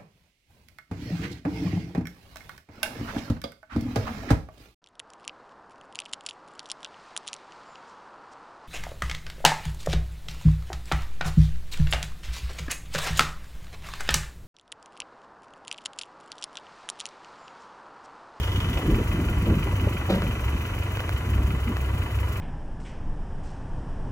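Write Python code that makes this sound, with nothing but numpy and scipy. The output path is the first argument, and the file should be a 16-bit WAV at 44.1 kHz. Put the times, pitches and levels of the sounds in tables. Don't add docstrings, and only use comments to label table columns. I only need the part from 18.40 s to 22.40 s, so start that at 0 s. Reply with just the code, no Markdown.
import sys
import numpy as np
from scipy.fft import rfft, irfft, next_fast_len
from scipy.io import wavfile
from scipy.ndimage import map_coordinates

SR = 44100
rng = np.random.default_rng(int(sys.argv[2]) if len(sys.argv) > 2 else 0)


def inscribe(sig):
    pcm = np.round(np.clip(np.atleast_2d(sig).T, -1, 1) * 32767)
    wavfile.write(sys.argv[1], SR, pcm.astype(np.int16))


N = 176400

FIRING_HZ, FIRST_FIRING_S, EXHAUST_LAG_FIRINGS = 23.43, -0.004, 0.5096
EXHAUST_DB, KNOCK_DB, CLATTER_DB, HISS_DB = -30.5, -40.5, -41, -47
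AIR_DB, RUMBLE_DB, HILLSIDE_DB = -51, -37, -49

# knock, clatter and hiss in dB, hiss lag in firings,
# thud in dB, thud lag in firings.
CYLINDERS = [(-27, -5, 7.5, .01, 4.5, 0.0059), (0.5, -2.5, 6.5, 0.1, 0, 0.011), (6.5, -7, -19, .08, 2.5, 0),
             (2, -7.5, 5, 0.082, 3, 0.085)]
# multiple of the firing rate, relative level in dB.
EXHAUST_PARTIALS = [(1, -49), (2, -7.5), (3, -5.5), (4, 0), (5, -6.5), (6, -25), (7, -22), (8, -26.5)]
DRONE_PARTIALS = [(1, -10.5), (2, 4.5), (3, -1), (4, -18)]
# centre in Hz, width in Hz, gain over the dry path in dB.
BLOCK_MODES = [(622, 11, -28), (993, 71, 3), (1139, 68, -0.5), (1410, 22, 1.5), (2014, 36, 4.5),
               (2590, 88, 1), (2924, 67, 9), (3063, 16, 14.5), (6650, 43, -34)]
# time in seconds, firing rate in Hz, level in dB.
DRONE_TRACK = [(0, 31.91, -30), (1.45, 32.1, -29), (1.8, 31.6, -48), (2.05, 32.5, -26), (2.25, 33.7, -38.5),
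               (2.65, 33.72, -35.5), (2.97, 32.65, -23.5), (3.25, 32.97, -28), (3.52, 32.49, -25.5),
               (4, 33.2, -33)]
# crest time in seconds, width in seconds, level in dB, upper edge in Hz.
BUFFETS = [(.382, 0.015, -31, 900), (.443, 0.013, -27.5, 480), (0.493, 0.0076, -17.5, 277),
           (.52, 0.012, -30.5, 527), (0.602, 0.014, -23.5, 435), (.745, 0.011, -24, 223),
           (0.806, 0.013, -23.5, 320), (0.883, 0.0056, -35, 420), (1.078, 0.0084, -24.5, 457),
           (1.118, 0.016, -23.5, 430), (1.168, 0.0097, -22, 240), (1.272, 0.0087, -29, 520),
           (1.328, 0.0073, -32.5, 420), (1.42, .018, -33.5, 328), (1.475, 0.0032, -24, 720),
           (1.512, 0.003, -25, 500), (1.556, 0.0076, -29.5, 350), (2.892, 0.0087, -30, 250),
           (2.955, 0.019, -32.5, 206), (3.02, 0.0095, -32.5, 258), (3.093, 0.012, -28, 200),
           (3.14, 0.006, -27, 199), (3.279, 0.006, -25, 301), (3.307, 0.0087, -25.5, 320),
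           (3.546, 0.01, -30, 232)]
# frequency in Hz, gain in dB, rise in seconds, T60 in seconds.
TRAILER_MODES = [(191, -12.5, 0.052, 0.45), (335, -14.5, 0.0094, .13), (384, -17, 0.01, 0.1),
                 (535, -23.5, 0.0067, 0.32), (585, -15.5, 0.014, 0.12), (759, -27, 0.0065, 0.2),
                 (957, -37, 0.0081, 0.46)]
# start in seconds, gain of ring and crack in dB, gain of snap in dB.
TICKS = [(0.677, -49, -38), (1.8211, -19.5, -51), (2.572, -18, -46), (2.605, -19, -46), (2.6935, -17, -51),
         (3.369, -19, -48)]
# frequency in Hz, relative level in dB, T60 in seconds.
TICK_MODES = [(646, -17, 0.0059), (1320, -1, 0.0027), (2050, 0, 0.0012), (4700, -21.5, 0.00048)]

# time in seconds, gain in dB.
TRACTOR_GAIN = [(0, 0), (.4, 1.5), (1.1, 0.5), (1.9, 0), (2.6, 0), (3.2, -0.9), (4, -0.5)]
CLATTER_GAIN = [(0, -2.5), (.3, 1), (.8, 0), (1.7, .5), (2.5, -0.5), (3.1, -3), (4, -2.5)]
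SIZZLE_GAIN = [(0, -43.5), (.35, -47.5), (.6, -62), (1.5, -94), (4, -88)]
WHISTLE_GAIN = [(0, -63), (1.5, -64), (2.3, -62.5), (2.9, -65), (3.3, -96)]
WIND_GAIN = [(0, -39.5), (.15, -27), (.35, -27.5), (.53, -19.5), (.68, -32), (.78, -26.5), (1.0, -25),
             (1.17, -23.5), (1.45, -26.5), (1.6, -30), (1.9, -31), (2.2, -32), (2.7, -37), (3.05, -30),
             (3.4, -36), (4, -37)]

# frequency in Hz, relative density in dB.
KNOCK_SPECTRUM = [(120, -75), (300, 7), (480, 4), (750, 1), (1100, -0.5), (1500, -1), (2000, 0.5),
                  (3000, -26), (6000, -47)]
CLATTER_SPECTRUM = [(700, -35), (1300, 6.5), (1800, 0.5), (2400, 12), (3100, -1.5), (3500, -16.5),
                    (4200, -11.5), (6000, -25), (12000, -25)]
SIZZLE_SPECTRUM = [(2000, -39), (2900, 2.5), (3400, 3), (4000, -12), (5500, -9), (9000, -15)]
HISS_SPECTRUM = [(2000, 6), (4000, -7.5), (6500, 0.5), (12800, 0.5), (15200, 5.5)]
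AIR_SPECTRUM = [(1000, 4), (3500, 12), (5000, 2.5), (7500, 9.5), (13000, 5), (15200, 3)]
WIND_SPECTRUM = [(12, -30), (28, -12), (50, 4), (100, -4), (170, -8), (350, -15.5), (600, -36), (1200, -50),
                 (4000, -66)]
RUMBLE_SPECTRUM = [(15, -40), (30, -14), (48, -12.5), (75, 10), (105, 5), (135, -10), (205, -14.5),
                   (300, -7), (700, -18.5), (2000, -77)]
PUFF_SPECTRUM = [(60, 5), (180, 5), (350, 3), (560, -2), (850, -4), (1100, -12), (1500, -10), (3000, -11),
                 (6000, -29), (15000, -38)]
SHUDDER_SPECTRUM = [(90, -23), (200, 7), (330, -2.5), (560, 0), (900, -24), (2000, -11), (6000, -35)]
CRACK_SPECTRUM = [(200, 2), (700, 8), (2000, 11), (4000, -13), (7000, -34), (12000, -52)]
SNAP_SPECTRUM = [(3000, -20), (8000, 1), (14000, 0)]
HILLSIDE_SPECTRUM = [(25, -21), (60, -32), (100, -10), (205, -11), (350, 7.5), (650, 3.5), (900, -15),
                     (2000, -42)]

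# frequency in Hz, gain in dB.
GROUND_SCATTER = [(200, 0), (600, -3), (1300, 1), (2500, -4.5), (5000, 0), (9000, -9), (12500, -6.5),
                  (15000, -1.5)]
LEFT_OVER_RIGHT = [(300, -4), (1100, 2.5), (2200, 1), (4500, -3), (8000, -0.8), (15000, 0.5)]
SIDE_GAIN = [(25, -32), (125, -32), (250, -34.5), (550, -1), (1000, -1), (2200, -8.5), (3500, 4),
             (8000, -1), (15000, 0.5)]


def tractor():
    gain = amp(curves(TRACTOR_GAIN)[0])
    engine = block_ring(rattle(gain)) + airy_whistle(gain)
    direct = left_first(engine[0])
    scatter = filtered(engine[1:], lambda hz: gain_at(GROUND_SCATTER, hz))
    pair = filtered(direct + scatter, lambda hz: gain_at(LEFT_OVER_RIGHT, hz) ** np.array([[.5], [-.5]]))
    return pair + gain * amp(EXHAUST_DB) * left_first(exhaust())


def exhaust():
    thud_db, thud_lag = np.transpose(CYLINDERS)[4:]
    firings = (clock() - FIRST_FIRING_S) * FIRING_HZ - EXHAUST_LAG_FIRINGS
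    by_cylinder = lambda values: np.interp(firings, np.arange(len(values)), values, period=len(values))
    thuds = pulse_train(firings - by_cylinder(thud_lag), EXHAUST_PARTIALS, waver_db=1.2)
    return unit(amp(by_cylinder(thud_db)) * thuds)


def rattle(gain):
    knock_db, clatter_db, hiss_db, hiss_lag = np.transpose(CYLINDERS)[:4]
    clatter = amp(CLATTER_DB + curves(CLATTER_GAIN)[0]) * noise(CLATTER_SPECTRUM, channels=3)
    clatter += amp(curves(SIZZLE_GAIN)[0]) * noise(SIZZLE_SPECTRUM, channels=3)
    knock_env = strokes(knock_db, lead=.28, rise_s=.0066, decay_s=.018, jitter_db=.4, floor=.99)
    knock = amp(KNOCK_DB) * knock_env * noise(KNOCK_SPECTRUM, channels=3)
    clatter *= strokes(clatter_db, lead=.212, rise_s=.0018, decay_s=.0135, jitter_db=.3, floor=.22)
    hiss_env = strokes(hiss_db, lead=.13, rise_s=.007, decay_s=.013, jitter_db=1, floor=.2, lags=hiss_lag)
    hiss = amp(HISS_DB) * hiss_env * noise(HISS_SPECTRUM, channels=3)
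    return gain * (knock + hiss) + clatter


def strokes(cylinder_db, lead, rise_s, decay_s, jitter_db, floor, lags=(0, 0, 0, 0)):
    power, t = np.zeros(N), clock()
    for k in range(-1, int(N / SR * FIRING_HZ) + 2):
        cylinder = k % len(CYLINDERS)
        start_s = FIRST_FIRING_S + (k - lead + lags[cylinder]) / FIRING_HZ
        part = slice(max(int(start_s * SR), 0), int(start_s * SR) + SR // 8)
        strength = amp(cylinder_db[cylinder] + jitter_db * rng.normal())
        power[part] += (strength * burst(t[part] - start_s, rise_s, decay_s)) ** 2
    return unit(np.sqrt(power + floor ** 2 / 2))


def block_ring(x):
    modes = lambda hz: sum(amp(db) * 1j * hz * width_hz / (mode_hz ** 2 - hz ** 2 + 1j * hz * width_hz)
                           for mode_hz, width_hz, db in BLOCK_MODES)
    return x.std() * unit(filtered(x, lambda hz: 1 + modes(hz)))


def airy_whistle(gain, centre_hz=6050, half_width_hz=140):
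    peak = lambda hz: 1 / (1 + ((hz - centre_hz) / half_width_hz) ** 2)
    whistle = unit(filtered(rng.standard_normal((3, N)), peak))
    air = gain * amp(AIR_DB) * noise(AIR_SPECTRUM, channels=3)
    return air + amp(curves(WHISTLE_GAIN)[0] + wobble(25.3)) * whistle


def wind(low_edge_hz=130, flutter_db=3.7):
    out = amp(curves(WIND_GAIN)[0]) * unit(amp(flutter_db * wobble(35)) * noise(WIND_SPECTRUM))
    for crest_s, width_s, db, edge_hz in BUFFETS:
        band = lambda hz: hz ** 3 / (hz ** 3 + low_edge_hz ** 3) / (1 + (hz / edge_hz) ** 4.85)
        swell = np.exp(-.5 * ((clock() - crest_s) / width_s) ** 2)
        out += amp(db) * ragged(swell, filtered(rng.standard_normal(N), band))
    return out


def far_engine():
    firing_hz, level_db = curves(DRONE_TRACK)
    drone = pulse_train(np.cumsum(firing_hz) / SR, DRONE_PARTIALS, waver_db=1.3)
    return amp(level_db) * drone + amp(RUMBLE_DB) * noise(RUMBLE_SPECTRUM)


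def trailer_bang(start_s=1.686, puff_db=-14, shudder_db=-24):
    age_s = clock() - start_s
    puff = ragged(burst(age_s, rise_s=.02, decay_s=.026), noise(PUFF_SPECTRUM))
    shudder = ragged(burst(age_s, rise_s=.04, decay_s=.115), noise(SHUDDER_SPECTRUM))
    out = amp(puff_db) * puff + amp(shudder_db) * shudder
    for hz, db, rise_s, t60_s in TRAILER_MODES:
        phase = 2 * np.pi * hz * age_s + .82 * wobble(60)
        out += amp(db) * burst(age_s, rise_s, t60_s / np.log(1000)) * np.sin(phase)
    return out


def ticks(crack_db=-8, crack_decay_s=.0018, snap_decay_s=.0019):
    out, age_s = np.zeros(N), np.arange(SR // 20) / SR
    crack, snap = noise(CRACK_SPECTRUM)[0], noise(SNAP_SPECTRUM)[0]
    ring = sum(amp(db - 60 * age_s / t60_s) * np.sin(2 * np.pi * hz * age_s)
               for hz, db, t60_s in TICK_MODES)
    for start_s, db, snap_db in TICKS:
        part = slice(int(start_s * SR), int(start_s * SR) + len(age_s))
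        out[part] += amp(db) * (ring + amp(crack_db) * np.exp(-age_s / crack_decay_s) * crack[part])
        out[part] += amp(snap_db) * np.exp(-age_s / snap_decay_s) * snap[part]
    return out


def hillside():
    return amp(HILLSIDE_DB) * noise(HILLSIDE_SPECTRUM, channels=2)


def left_first(x, lead_s=0.0001677):
    return filtered(x, lambda hz: np.exp(1j * np.pi * hz * lead_s * np.array([[1], [-1]])))


def pulse_train(firings, partials, waver_db):
    return unit(sum(amp(db + waver_db * wobble(17)) * np.cos(2 * np.pi * k * firings)
                    for k, db in partials))


def ragged(envelope, x, flutter_db=3):
    shaped = envelope * amp(flutter_db * wobble(110)) * x
    return unit(shaped) * np.sqrt(np.mean(envelope ** 2))


def burst(age_s, rise_s, decay_s):
    age_s = np.maximum(age_s, 0)
    return (1 - np.exp(-(age_s / rise_s) ** 2)) * np.exp(-age_s / decay_s)


def noise(spectrum, channels=1):
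    return unit(filtered(rng.standard_normal((channels, N)), lambda hz: gain_at(spectrum, hz)))


def wobble(knot_hz):
    return map_coordinates(rng.standard_normal(int(N * knot_hz / SR) + 4), [clock() * knot_hz])


def filtered(x, response):
    size = next_fast_len(N + SR // 2)
    return irfft(rfft(x, size) * response(np.fft.rfftfreq(size, 1 / SR)), size)[..., :N]


def gain_at(points, hz):
    point_hz, db = np.transpose(points)
    return amp(np.interp(np.log(hz + 1), np.log(point_hz + 1), db))


def curves(rows):
    times_s, *columns = np.transpose(rows)
    return [np.interp(clock(), times_s, column) for column in columns]


def clock():
    return np.arange(N) / SR


def amp(db):
    return 10 ** (np.asarray(db) / 20)


def unit(x):
    return x / np.sqrt(np.mean(x ** 2) + 1e-20)


def scene():
    return tractor() + hillside() + left_first(far_engine() + wind() + trailer_bang() + ticks())


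def record(dry, top_hz=15850):
    mid = (dry[0] + dry[1]) / 2
    side = filtered((dry[0] - dry[1]) / 2, lambda hz: gain_at(SIDE_GAIN, hz))
    return filtered(np.array([mid + side, mid - side]), lambda hz: hz < top_hz)


dry = scene()
out = record(dry)
inscribe(out)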